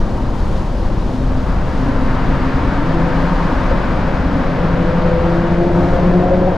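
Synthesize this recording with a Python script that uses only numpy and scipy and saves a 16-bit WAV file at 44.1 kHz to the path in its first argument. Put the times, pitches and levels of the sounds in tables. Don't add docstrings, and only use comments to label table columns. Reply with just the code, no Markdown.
import sys
import numpy as np
from scipy import signal
from scipy.fft import rfft, irfft
from scipy.io import wavfile
from scipy.ndimage import uniform_filter1d, minimum_filter1d

SR = 44100
rng = np.random.default_rng(int(sys.argv[2]) if len(sys.argv) > 2 else 0)


def wrap_up_sound(samples):
    columns = np.atleast_2d(samples).T
    tamed = np.clip(columns, -1, 1)
    steps = np.round(tamed * 32767).astype(np.int16)
    wavfile.write(sys.argv[1], SR, steps)


N = 289737
TIME = np.arange(N) / SR
BINS = np.fft.rfftfreq(N, 1 / SR)
FADE = signal.windows.tukey(N, .001)

TUNNEL_S, PASSING_S = 1.11, 3.38
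SMOOTH_PATCH_S = 3.26
SETTLES_S, SETTLES_DB_PER_S = 3.7, -1.2


def from_db(db):
    return 10 ** (np.asarray(db) / 20)


def unit(x):
    return x / np.sqrt(np.mean(x ** 2) + 1e-20)


def since(start_s):
    return np.maximum(TIME - start_s, 0)


def bell(middle_s, width_s):
    return np.exp(-((TIME - middle_s) / width_s) ** 2)


def swell(top_s, rise_s, decay_s):
    return np.exp(-(np.minimum(TIME - top_s, 0) / rise_s) ** 2 - since(top_s) / decay_s)


def over_time(points):
    return np.interp(TIME, *np.transpose(points))


def over_pitch(points, at=BINS):
    hz, value = np.transpose(points)
    return np.interp(np.log(at + 1), np.log(hz + 1), value)


def drift(rate_hz, size=N // 100):
    hz = np.fft.rfftfreq(size, N / SR / size)
    coarse = irfft(rfft(rng.standard_normal(size)) / (1 + (hz / rate_hz) ** 4), size)
    return unit(np.interp(TIME, np.linspace(0, N / SR, size), coarse))


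def enclosed(entry_s=1.12):
    return np.minimum(since(TUNNEL_S) / entry_s, 1)


# f/Hz, left minus right/dB
BALANCE = [(60, 1.5), (320, 1.5), (740, 3), (1500, 2), (2600, 3), (5000, 2), (8000, 0.5), (12000, -4)]
# f/Hz, lead/rad
PHASE_LEAD = [(60, 0), (200, -0.22), (520, -0.42), (1000, -0.32), (1810, -0.036), (2760, 0.24),
              (5000, -0.042)]
def stereo(left, right):
    skew = from_db(over_pitch(BALANCE) / 2) * np.exp(.5j * over_pitch(PHASE_LEAD))
    pair = irfft(np.array([left * skew, right / skew]), N)
    return pair / np.sqrt(np.mean(pair.mean(0) ** 2))


def place(sound):
    spectrum = rfft(sound * FADE)
    return np.std(sound) * stereo(spectrum, spectrum)


# f/Hz, width/Hz, lift/dB
CABIN_MODES = [(186, 34, 5), (560, 180, 3.5), (911.5, 11, 5.5)]
# f/Hz, coherence/0-1
COHERENCE = [(60, 0.98), (180, 0.99), (300, 0.91), (520, 0.94), (1500, 0.9), (2600, 0.74), (5000, 0.83),
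             (8000, 0.63), (12000, .2)]
def cabin_noise(spectrum, level_db, flutter_db, flutter_hz):
    lift_db = sum(db / (1 + (2 * (BINS - hz) / width) ** 2) for hz, width, db in CABIN_MODES)
    roll_off = 1 / np.maximum(1, BINS / spectrum[-1][0]) ** 4
    colour = from_db(over_pitch(spectrum) + lift_db) * roll_off
    alike = over_pitch(COHERENCE)
    left, unrelated = rfft(rng.standard_normal((2, N)))
    right = alike * left + np.sqrt(1 - alike ** 2) * unrelated
    return stereo(left * colour, right * colour) * from_db(level_db + flutter_db * drift(flutter_hz))


# f/Hz, level/dB
HISS_EQ = [(700, -11.5), (2100, -2), (3200, -0.5), (4700, -3), (5600, -6.5), (6600, -9), (8000, -16.5),
           (10200, -19.5), (10800, -25.5), (12650, -22.5), (13050, -37), (15300, -34.5)]
SIZZLE_EQ = [(5000, -17), (6800, 2), (10000, 1.5), (12600, -3.5), (13100, -20.5)]
# t/s, width/s, lift/dB
HISS_SWELLS = [(.41, .05, 1.4), (.56, .08, 2.5), (.82, .08, .8), (1.1, .1, 1.1), (1.8, .1, 1.5), (3.4, .3, 1.9),
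               (5.3, .1, 1), (5.9, .17, 3.3)]
def air():
    swells_db = sum(db * bell(s, width_s) for s, width_s, db in HISS_SWELLS)
    hiss = cabin_noise(HISS_EQ, -45 - .87 * since(3.05) + swells_db, flutter_db=.5, flutter_hz=35)
    sizzle = cabin_noise(SIZZLE_EQ, -65 - 4 * since(TUNNEL_S) + swells_db, flutter_db=1.5, flutter_hz=10)
    return hiss + sizzle


# f/Hz, level/dB
RUMBLE_EQ = [(5, -14.5), (14, -2), (22, -1), (32, -1.5), (48, 0.5), (62, -6.5), (80, -7.5), (110, -17.5),
             (200, -52), (500, -88)]
FLOOR_PAN_EQ = [(35, -46), (60, -5.5), (80, -3), (100, -7), (125, -4.5), (180, -25.5), (400, -70.5)]
DRONE_EQ = [(70, -28), (110, -15), (140, 3), (180, -0.5), (220, -4), (280, -7), (330, -3.5), (410, -12.5),
            (600, -19.5), (2000, -81.5)]
def body():
    smooth = bell(SMOOTH_PATCH_S, width_s=.25)
    rumble_db = -19.5 + SETTLES_DB_PER_S * since(SETTLES_S) + .5 * smooth
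    drone_db = -25.5 + 2.5 * enclosed() + .33 * since(TUNNEL_S)
    rumble = cabin_noise(RUMBLE_EQ, rumble_db, flutter_db=-2, flutter_hz=2.5)
    floor_pan = cabin_noise(FLOOR_PAN_EQ, -25 - 12 * smooth, flutter_db=0, flutter_hz=14)
    drone = cabin_noise(DRONE_EQ, drone_db, flutter_db=.5, flutter_hz=13)
    return rumble + floor_pan + drone


# f/Hz, level/dB
BOOM_EQ = [(170, -45), (222, -9), (243, 1), (258, 5.5), (275, -.5), (298, -0.5), (380, -58)]
# t/s, level/dB
BOOM_SWELLS = [(.13, -31.5), (1.87, -23), (2.3, -28.5), (2.799, -29), (3.55, -23), (3.9, -28),
               (4.27, -26.5)]
def cabin_boom():
    swells = sum(from_db(db) * swell(s, rise_s=.045, decay_s=.26) for s, db in BOOM_SWELLS)
    return (from_db(-38) + swells) * cabin_noise(BOOM_EQ, 0, flutter_db=-.7, flutter_hz=11)


# f/Hz, level/dB
TREAD_EQ = [(400, -45.5), (560, -11), (650, -13.5), (760, 4), (850, 1.5), (920, 4.5), (1080, 3),
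            (1300, -3.5), (2500, -44)]
ROAR_EQ = [(200, -37), (420, -2.5), (490, 1.5), (560, 2), (630, -1), (730, -1), (850, -7), (1080, -12.5),
           (1300, -35), (4000, -75)]
WASH_EQ = [(300, -20.5), (560, -16.5), (730, -3.5), (830, -7), (920, -0.1), (1080, -2), (1250, -2.5),
           (1600, -4), (2000, -10), (2600, -16), (3500, -22), (5000, -28.5), (8000, -56.5), (14000, -90)]
# t/s, width/s, lift/dB
ASPHALT = [(.77, 0.11, -3), (1.17, 0.069, -5), (1.5, 0.06, 4), (2.5, .1, 0.5), (3.15, .12, 1.5),
           (3.92, 0.097, -0.5), (4.25, 0.13, -3), (5.66, 0.091, -9.5), (5.96, .12, 1.5), (6.45, .1, -3)]
def tyres(wash_thins_s=5.14):
    passing = bell(PASSING_S, width_s=.37)
    coarse_db = sum(db * bell(s, width_s) for s, width_s, db in ASPHALT)
    tread_db = -33.5 + coarse_db + 6 * passing
    roar_db = -31 + 1.5 * enclosed() + 1.24 * since(TUNNEL_S)
    wash_db = -36.5 + 10 * enclosed() - 2 * since(wash_thins_s) + .23 * coarse_db + passing
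    tread = cabin_noise(TREAD_EQ, tread_db, flutter_db=1, flutter_hz=26)
    roar = cabin_noise(ROAR_EQ, roar_db, flutter_db=.4, flutter_hz=8)
    wash = cabin_noise(WASH_EQ, wash_db, flutter_db=.4, flutter_hz=16)
    return tread + roar + wash


def wheels(turn_hz=15.5, level_db=-19.5, harmonics_db=(0, -2.5, -10), wobble=.024):
    angle = 2 * np.pi * np.cumsum(turn_hz * (1 + wobble * drift(.85))) / SR
    shake = sum(from_db(db + .86 * drift(3)) * np.cos(k * angle + 2 * np.pi * rng.random())
                for k, db in enumerate(harmonics_db, 1))
    return from_db(level_db + SETTLES_DB_PER_S * since(SETTLES_S)) * place(unit(shake))


# f/Hz, level/dB, t60/s
TRIM_MODES = [(544, 0, .09), (721, -15, .05), (910, -13, .05), (1280, -16, .03)]
def trim_knock(at_s=3.708, gain_db=-8.7, attack_s=.0038):
    t = since(at_s)
    ring = sum(from_db(db - 60 * t / t60) * np.sin(2 * np.pi * hz * t) for hz, db, t60 in TRIM_MODES)
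    return place(from_db(gain_db) * np.minimum(t / attack_s, 1) * ring)


# t/s, new firing rate/Hz, settling time/s
REV_STEPS = [(0.999, 129.6, 0.075), (2.47, 140.5, 0.15), (2.8, 167.9, 0.054)]
def firing_rate(pull_s, turbo_lag_s, cruise_hz=109.5, climb_hz_per_s=15.4):
    hz = np.full(N, cruise_hz)
    for start_s, new_hz, settle_s in REV_STEPS:
        hz = new_hz + (hz - new_hz) * np.exp(-since(start_s) / settle_s)
    pulling_s = since(pull_s)
    return hz + climb_hz_per_s * (pulling_s - turbo_lag_s * (1 - np.exp(-pulling_s / turbo_lag_s)))


# f/Hz, level/dB
EXHAUST_EQ = [(110, -27.5), (130, -23.5), (150, -23.5), (165, -16.5), (173, -20.5), (181, -17),
              (225, -20.5), (258, -17.5), (285, -19), (322, -22), (362, -22), (369, -34.5), (480, -35),
              (502, -20), (517, -25), (527, -22.5), (546, -21), (560, -24), (585, -37.5), (672, -35),
              (690, -20.5), (735, -22), (800, -34), (1105, -41)]
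# f/Hz, width/Hz, lift/dB
STANDING_WAVES = [(176, .5, -12), (178.3, 1, 4.5), (336.6, 1.1, -12), (345.8, 2.4, 5), (352, 1.8, -7),
                  (359.5, 1, -4), (506, 1.5, 2.5), (510.3, .8, -9), (513.8, 1.4, -10), (523.2, 1.3, -15),
                  (536.2, 1, -15), (538.8, 1.6, 4), (543, 1, -9), (709, 3, -13), (717.5, 2, 3),
                  (723, 1.6, -11)]
def exhaust_path(hz):
    ripple_db = sum(db * np.exp(-((hz - centre) / width) ** 2) for centre, width, db in STANDING_WAVES)
    return over_pitch(EXHAUST_EQ, hz) + ripple_db


# t/s, level/dB
BURBLE_LEVEL = [(0, -40.5), (2.8, -32), (3.05, -27), (3.35, -24), (3.5, -41.5), (4.55, -37), (4.8, -28),
                (4.95, -36.5), (5.6, -38), (5.85, -24.5), (6.05, -34), (6.25, -26), (6.57, -31.5)]
def burble(cycle_phase, order=8, jitter_rad=.6):
    level_db = over_time(BURBLE_LEVEL) + 2 * drift(23)
    return from_db(level_db) * np.cos(order * cycle_phase + jitter_rad * drift(14))


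# multiple of the four-stroke cycle rate, level/dB
GROWL_ORDERS = [(2, -10.5), (3, -2), (4, -4.5), (6, -5.5), (7, -19), (9, -1.5), (11, -4.5), (12, -10),
                (14, -15.5), (16, -5.5), (17, -25.5), (18, -4), (21, -13), (25, -23), (27, -12)]
def growl(cycle_phase, throttle_db, jitter_rad=.6):
    partials = 0
    for order, db in GROWL_ORDERS:
        phase = order * cycle_phase + jitter_rad * drift(18) + 2 * np.pi * rng.random()
        partials += from_db(db) * np.cos(phase)
    return from_db(-31 + .24 * throttle_db) * unit(partials)


# t/s, level/dB
THROTTLE = [(0, -7), (.95, -9.5), (1.15, -3), (1.42, -6), (1.55, -12.5), (1.74, -7), (1.87, -.5),
            (2.1, -5.5), (2.7, -5), (2.95, -3.2), (3.09, -3), (3.18, -7.2), (3.42, -7.5), (3.6, -13),
            (4.5, -12), (4.61, -5.5), (4.8, -2), (5.1, -1), (6.3, 0.3), (6.5, -.3), (6.57, -13)]
def engine(cylinders=5, pull_s=4.85, turbo_lag_s=.78, brightening=.6, upper_db=-8.5, throb_hz=14):
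    firing_hz = firing_rate(pull_s, turbo_lag_s)
    throttle_db = over_time(THROTTLE)
    boost = np.minimum(since(pull_s + turbo_lag_s) / turbo_lag_s, 1)
    jitter_rad = (.08 + .08 * boost) * drift(25)
    shifting = bell(2.2, width_s=.4155)
    wander = .0017 * drift(5.9) + .01 * shifting * drift(12.4)
    firing_phase = 2 * np.pi * np.cumsum(firing_hz * (1 + wander)) / SR + jitter_rad
    note = 0
    for k in range(1, 7):
        level_db = throttle_db * (1 + brightening * (k - 1)) + exhaust_path(k * firing_hz)
        level_db += upper_db * (k > 3)
        waver_db = .15 * k * drift(5)
        shimmer_db = (2 + 2.6 * boost * (k > 1)) * drift(33)
        stumble_db = shifting * drift(6)
        throb_db = (k == 1) * 2.1 * drift(throb_hz)
        throb_rad = (k == 1) * .33 * drift(throb_hz)
        gain = from_db(level_db + waver_db + shimmer_db + stumble_db + throb_db)
        note += gain * np.cos(k * firing_phase + throb_rad + 2 * np.pi * rng.random())
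    cycle_phase = firing_phase / cylinders
    return place(np.sqrt(2) * (note + burble(cycle_phase)) + growl(cycle_phase, throttle_db))


def scene():
    return engine() + wheels() + body() + cabin_boom() + tyres() + trim_knock() + air()


def record(dry):
    ceiling_db, cutoff_hz = -.5, 15500
    allowed = np.minimum(1, from_db(ceiling_db) / (abs(dry).max(0) + 1e-9))
    held = minimum_filter1d(allowed, size=801)
    gain = uniform_filter1d(uniform_filter1d(held, size=401), size=401)
    low_pass = signal.ellip(10, .1, 90, cutoff_hz, fs=SR, output="sos")
    return signal.sosfilt(low_pass, dry * gain * FADE)


dry = scene()
out = record(dry)
wrap_up_sound(out)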